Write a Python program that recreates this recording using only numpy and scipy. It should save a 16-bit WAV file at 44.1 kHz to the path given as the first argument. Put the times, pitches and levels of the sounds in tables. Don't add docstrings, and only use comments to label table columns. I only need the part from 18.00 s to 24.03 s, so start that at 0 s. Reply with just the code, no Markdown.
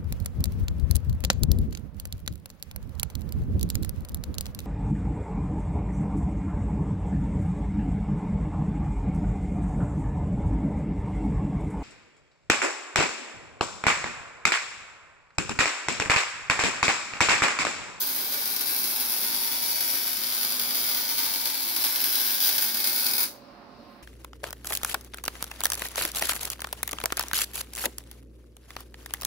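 import sys
import numpy as np
from scipy import signal
from scipy.fft import rfft, irfft, next_fast_len
from scipy.io import wavfile
from scipy.ndimage import uniform_filter1d

SR = 44100
rng = np.random.default_rng(int(sys.argv[2]) if len(sys.argv) > 2 else 0)


def natural_amplitude(level_db):
    exponent = np.asarray(level_db, float) / 20
    return 10 ** exponent


def log_audio(samples):
    frames = np.atleast_2d(samples).T
    limited = np.clip(frames, -1, 1)
    pcm = np.round(limited * 32767).astype(np.int16)
    wavfile.write(sys.argv[1], SR, pcm)


N = 265769
FAST = next_fast_len(N)
LAST_POP_S = 5.239


def along(table, hz):
    table_hz, value = np.transpose(table)
    return np.interp(np.log(hz + 1), np.log(table_hz), value)


def colour(x, table):
    gain = natural_amplitude(along(table, np.fft.rfftfreq(4096, 1 / SR)))
    cepstrum = irfft(np.log(gain))
    cepstrum[1:2048] *= 2
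    cepstrum[2049:] = 0
    response = irfft(np.exp(rfft(cepstrum)))
    response = response.reshape((1,) * (x.ndim - 1) + (-1,))
    return signal.fftconvolve(x, response, axes=-1)[..., :N]


def band(x, lo_hz, hi_hz):
    sos = signal.butter(2, [lo_hz, min(hi_hz, .49 * SR)], "band", fs=SR, output="sos")
    return signal.sosfilt(sos, x)


def split(x, centres_hz):
    size = x.shape[-1]
    spectrum = rfft(x)
    log_hz = np.log(np.fft.rfftfreq(size, 1 / SR) + 1)
    weights = [np.interp(log_hz, np.log(centres_hz), row) for row in np.eye(len(centres_hz))]
    return [irfft(spectrum * weight, size) for weight in weights]


def walk(rate_hz):
    hold = int(SR / rate_hz)
    levels = rng.standard_normal(N // 400 + 1)[:N // hold + 1]
    steps = np.repeat(levels, hold)
    return uniform_filter1d(uniform_filter1d(steps, hold), hold)[:N]


# hz, share (0-1)
ALIKE = [(60, 0.83), (300, 0.91), (640, 0.63), (1400, 0.34), (16000, 0)]


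def diffuse(size):
    both, own = rfft(rng.standard_normal((2, size)))
    share = np.clip(along(ALIKE, np.fft.rfftfreq(size, 1 / SR)), 0, 1)
    other = share * both + np.sqrt(1 - share ** 2) * own
    return irfft(np.array([both, other]), size)


# hz, level_db_per_hz
SHOP = [(20, -101), (55, -86.5), (95, -86.5), (160, -87.5), (225, -77.5), (320, -81), (570, -84.5),
        (1200, -85), (1600, -92), (2800, -100), (3400, -108), (4000, -104), (5400, -108), (6500, -118),
        (8000, -120), (12000, -120.5), (14500, -119.5), (16000, -113)]
# hz, width_hz, level_db
FAN_RINGS = [(50.5, 5, -64), (128, 13.3, -68), (214.3, 6.1, -61), (257.2, 18, -60.5), (329.4, 19, -93),
             (572, 44, -56.5), (703.3, 29, -59.5), (1058, 9.8, -62)]
SHOP_DB, SWELL_DB, FLICKER_DB = 2.5, -2.5, 2.5


def shop():
    octaves = split(diffuse(FAST), 60 * 2. ** np.arange(9))
    swell_db = SWELL_DB * walk(2.697)
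    air = sum(part[:, :N] * natural_amplitude(swell_db + FLICKER_DB * walk(8.0)) for part in octaves)
    out = colour(air, SHOP) * natural_amplitude(SHOP_DB) * np.sqrt(SR / 2)
    noise = diffuse(FAST)[:, :N]
    for hz, width_hz, level_db in FAN_RINGS:
        ring = band(noise, hz - width_hz / 2, hz + width_hz / 2)
        out += natural_amplitude(level_db) * ring / np.std(ring)
    return out


# start_s, length_s, pitch_hz, level_db
CHIRPS = [
    (5.79, .045, 4400, -71),
    (5.922, .03, 4350, -70),
    (5.955, .025, 4200, -72),
]
CHIRP_FALL_HZ_PER_S, CHIRP_ROUGH_DB = 6000, 5


def bird():
    t, out = np.arange(N) / SR, np.zeros(N)
    for start_s, length_s, pitch_hz, level_db in CHIRPS:
        late_s = (t - start_s).clip(0, length_s)
        swell = np.sin(np.pi * late_s / length_s)
        cycles = (pitch_hz - CHIRP_FALL_HZ_PER_S * late_s / 2) * late_s
        out += natural_amplitude(level_db) * swell * np.sin(2 * np.pi * cycles)
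    return out * natural_amplitude(CHIRP_ROUGH_DB * walk(100))


RUSTLE_HZ, RUSTLE_DB = 9000, -62.5
RUSTLE_FROM_S, RUSTLE_RISE_S, RUSTLE_FALL_S = 5.75, 0.12, 0.53


def rustle():
    late_s = (np.arange(N) / SR - RUSTLE_FROM_S).clip(0)
    shape = (1 - np.exp(-late_s / RUSTLE_RISE_S)) * np.exp(-late_s / RUSTLE_FALL_S)
    shape *= natural_amplitude(2.0 * walk(35.0))
    return natural_amplitude(RUSTLE_DB) * shape * band(rng.standard_normal((2, N)), RUSTLE_HZ, 20000)


# delay_ms, left_db, right_db
ECHOES = [(0, .5, -7), (.42, 1, -3), (.8, -3, -10), (1.4, -14, -12), (2.7, 3.5, -4), (3.3, -1.5, -6),
          (4.5, -10, -13), (5.6, -8, -8), (7.4, -5, -12), (10.2, -9, -12), (11.7, -9, -12)]
# hz, gain_db
EARLY = [(300, -10.5), (1500, -5.5), (5000, 1), (8000, -0.5), (12000, 6)]
# hz, t60_s
T60 = [(700, 0.27), (2500, 0.22), (4800, 0.31), (7000, 0.3), (10000, 0.24), (15000, 0.25)]
SMEAR_MS, WANDER_MS = 0.11, .05
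SHADED_MS = 1.1
TAIL_DB, TAIL_RISE_MS = -22, 3.63


def garage(shade_db):
    size, early_size = 16384, 1024
    t = np.arange(size) / SR
    centres_hz, t60_s = np.transpose(T60)
    parts = split(diffuse(size), centres_hz)
    tail = sum(part * natural_amplitude(-60 * t / s) for part, s in zip(parts, t60_s))
    tail *= natural_amplitude(TAIL_DB) * (1 - np.exp(-t * 1000 / TAIL_RISE_MS))
    early = np.zeros((2, size))
    for delay_ms, *port_db in ECHOES:
        late_ms = t[:early_size] * 1000 - delay_ms - WANDER_MS * rng.random((2, 1))
        smear = np.exp(-late_ms.clip(0) / SMEAR_MS) * (late_ms >= 0)
        rough = rng.standard_normal((2, early_size)) * smear
        flat = irfft(np.exp(1j * np.angle(rfft(rough))))
        gain_db = np.add(port_db, shade_db * (delay_ms < SHADED_MS))
        early[:, :early_size] += natural_amplitude(gain_db)[:, None] * flat
    return colour(early, EARLY)[:, :size] + tail


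# start_s, peak_db, sag_db
BURSTS = [(0.4549, -6.5, -1), (0.562, -6.5, -1), (0.6079, -5.5, 2.5), (0.657, -14, 4), (1.6208, -11, 4),
          (1.8054, -5.5, 3.5), (2.3224, -9.5, 1.5), (2.503, -9.5, 0.5), (2.595, -5, 0), (2.7456, -7, 3.5),
          (2.9123, -5.5, 1), (2.9591, -13.5, 2), (3.0892, -7.5, 3), (3.1805, -5.5, 1.5), (3.455, -4, 0),
          (3.763, -3.5, -0.5), (3.84, -1.5, -2.5), (3.9589, -4, -4), (4.0133, -4.5, 2), (4.0405, -2, -1.5),
          (4.1542, -2.5, -2), (4.4023, -6, 6), (4.4898, -2, -5), (4.525, -8.5, 3), (4.5808, -1.5, -0.5),
          (4.6103, -7.5, 4.5), (4.7442, -5, 1), (4.8643, -9.5, 1), (4.978, -8, 0), (5.1807, -5, 3.5),
          (5.2295, -6, 3)]
SAG_S, FLARE_S, FLARE_SHARE = 0.12, 0.039, 0.45
FLUTTER_DB, FLUTTER_PER_S = -0.8, 19


def strength(t):
    out_db = FLUTTER_DB * np.pad(walk(FLUTTER_PER_S), (0, len(t) - N))
    for start_s, _, sag_db in BURSTS:
        near = slice(*np.searchsorted(t, [start_s - 5 * SAG_S, start_s + 5 * FLARE_S]))
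        late_s = t[near] - start_s
        sag = -np.exp(late_s.clip(None, 0) / SAG_S)
        flare = FLARE_SHARE * np.exp(-late_s.clip(0) / FLARE_S)
        out_db[near] += sag_db * np.where(late_s < 0, sag, flare)
    return out_db


# start_s, level_db, open_db
ARC = [(0, -24, 4), (0.028, -33, -3), (.09, -32, -2.5), (.2, -34, -2), (.62, -31.5, 0.5), (.78, -33, 0.5),
       (1.1, -33, -1), (1.6, -30, -0.5), (1.95, -31.5, -1), (2.4, -32.5, 0), (2.9, -29, -0.5),
       (3.4, -33.5, -0.5), (3.7, -35, -1.2), (4.3, -28, -1.6), (4.45, -30.5, 0.5), (4.54, -28, -2),
       (4.63, -31.5, -3), (4.76, -31.5, -0.9), (5.235, -29.5, -2.5)]
# start_s, peak_db
SPITS = [(0.0704, -7.5), (0.3215, -8), (0.4744, -10), (0.6795, -9.5), (1.2645, -10), (1.497, -20),
         (1.6598, -8), (1.6703, -16), (1.7568, -7), (1.824, -8), (2.1043, -14), (2.1302, -9),
         (2.4471, -6.5), (2.6126, -8.5), (2.621, -11.5), (2.8122, -10.5), (2.9458, -5), (2.99, -15),
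         (3.0961, -8.5), (3.1112, -7), (3.1878, -5), (3.2304, -6.5), (3.2429, -9), (3.2612, -8),
         (3.498, -7.5), (3.619, -11.5), (3.8487, -6), (3.866, -7), (4.0254, -18), (4.0555, -6),
         (4.064, -10), (4.1972, -7.5), (4.2141, -5.5), (4.248, -10), (4.2946, -12), (4.3049, -6.5),
         (4.4132, -7), (4.425, -5), (4.436, -6.5), (4.4459, -2.5), (4.4575, -7), (4.4709, -4.5),
         (4.4786, -5.5), (4.5, -14), (4.622, -3), (4.6404, -6), (4.7709, -6), (4.8021, -6), (4.8422, -3),
         (4.8728, -2.5), (4.8948, -8.5), (4.9299, -9.5), (4.9965, -8.5), (5.0057, -10), (5.0444, -9),
         (5.0641, -3), (5.1352, -6), (5.152, -10), (5.2036, -5), (5.2385, -10.5)]
# hz, gain_db
POP = [(100, -26), (250, -5.5), (500, -12.5), (900, -2), (1500, -7), (2300, -1), (3000, -1), (4500, -5),
       (6200, -3.5), (8000, -7.5), (10000, -0.5), (14000, 1.5), (15600, 3)]
POP_GAP_S, GAP_SPREAD, STUCK_S = .0089, .15, .008
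POP_DB, POP_SCATTER_DB, BURST_DB, SIZZLE_DB = 21.5, 2.5, 1.5, -7
SPIT_SHARE, SPIT_DB = .05, 1.5
LOW_UNCOVERS = 0.15
LOW_RESISTS, MID_RESISTS = 0.31, 0.5


def arc():
    t = np.arange(FAST) / SR
    arc_s, level_db, open_db = np.transpose(ARC)
    swing_db = np.interp(t, arc_s, level_db) + strength(t)
    open_db = np.interp(t, arc_s, open_db)

    gap_chance, size_chance = rng.standard_normal((900, 2)).T
    louder = rng.random(900) < SPIT_SHARE
    gaps_s = POP_GAP_S * np.exp(GAP_SPREAD * gap_chance[1:])
    pop_s = LAST_POP_S - np.r_[0, np.cumsum(gaps_s)]
    pop_db = np.interp(pop_s, t, swing_db) + POP_DB + POP_SCATTER_DB * size_chance + SPIT_DB * louder

    burst_s, burst_db, _ = np.transpose(BURSTS)
    spit_s, spit_db = np.transpose(SPITS)
    lead_s = burst_s[:, None] - pop_s
    stuck = np.any((lead_s < STUCK_S) & (lead_s > -POP_GAP_S / 2), axis=0)
    clear = np.abs(spit_s[:, None] - pop_s).min(axis=0) > .7 * POP_GAP_S
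    free = (pop_s > 0) & ~stuck & clear

    when_s = np.r_[pop_s[free], burst_s, spit_s]
    size_db = np.r_[pop_db[free], burst_db + BURST_DB, spit_db + BURST_DB]
    x = np.zeros(FAST)
    np.add.at(x, (when_s * SR).astype(int), natural_amplitude(size_db))
    x += natural_amplitude(swing_db + SIZZLE_DB) * (t < LAST_POP_S) * rng.standard_normal(FAST)

    low, mid, high = split(x, [2000, 4800, 9000])
    quick_db = swing_db - uniform_filter1d(swing_db, SR // 2)
    low *= natural_amplitude(LOW_UNCOVERS * open_db - LOW_RESISTS * quick_db)
    mid *= natural_amplitude(open_db - MID_RESISTS * quick_db)
    return colour(high + low + mid, POP)


# hz, width_hz, gain_db
BODY = [(254, 50, 2), (325, 120, 4.5), (885, 84, 5.5), (1495, 136, 7.5), (1650, 204, 3), (1860, 110, -2),
        (2194, 260, 2), (2838, 280, -6), (3062, 290, -4.5), (3555, 380, -2.5), (3760, 115, 0.5),
        (4490, 130, 4), (4950, 240, 2.5), (6230, 330, 1), (15700, 280, 3.5)]


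def body(x):
    for hz, width_hz, gain_db in BODY:
        b, a = signal.iirpeak(hz, hz / width_hz, SR)
        x = x + (natural_amplitude(gain_db) - 1) * signal.lfilter(b, a, x)
    return x


PLACES = 13
STAYS = .2
SHADE_DB = -6
LEFT_GAIN_DB_PER_S = 0.28


def scene():
    pops, t = body(arc()), np.arange(N) / SR
    weld = np.zeros((2, N + SR))
    common = garage(SHADE_DB / 2)
    place_s = np.linspace(0, LAST_POP_S, PLACES)
    for row, shade_db in zip(np.eye(PLACES), np.linspace(SHADE_DB, 0, PLACES)):
        here = np.sqrt(np.interp(t, place_s, row))
        first, last = np.flatnonzero(here)[[0, -1]]
        response = np.sqrt(STAYS) * common + np.sqrt(1 - STAYS) * garage(shade_db)
        heard = signal.fftconvolve((pops * here)[None, first:last], response, axes=1)
        weld[:, first:first + heard.shape[1]] += heard
    weld = weld[:, :N]
    weld[0] *= natural_amplitude(LEFT_GAIN_DB_PER_S * (t - 6.5))
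    return weld + shop() + rustle() + bird()


def band_limit(x):
    return signal.sosfilt(signal.butter(12, 17070, fs=SR, output="sos"), x)


# hz, gain_db
LEFT_PORT = [(40, -12.5), (200, -4.5), (450, -5), (900, -7), (2000, -3.5), (3100, 2.5), (3550, 6.5),
             (3800, 6.5), (4800, 9), (5400, 7), (6200, -1), (7200, -5.5), (7900, -26.5), (8700, -9),
             (9600, 1), (15000, -3)]
CEILING_DB, TOP_HZ = -1.5, 15720


def record(dry):
    ports = np.array([colour(dry[0], LEFT_PORT), dry[1]])
    ports = natural_amplitude(CEILING_DB) * np.tanh(ports / natural_amplitude(CEILING_DB))
    ports = signal.sosfilt(signal.ellip(12, .3, 80, TOP_HZ, fs=SR, output="sos"), ports)
    return band_limit(ports)


dry = scene()
out = record(dry)
log_audio(out)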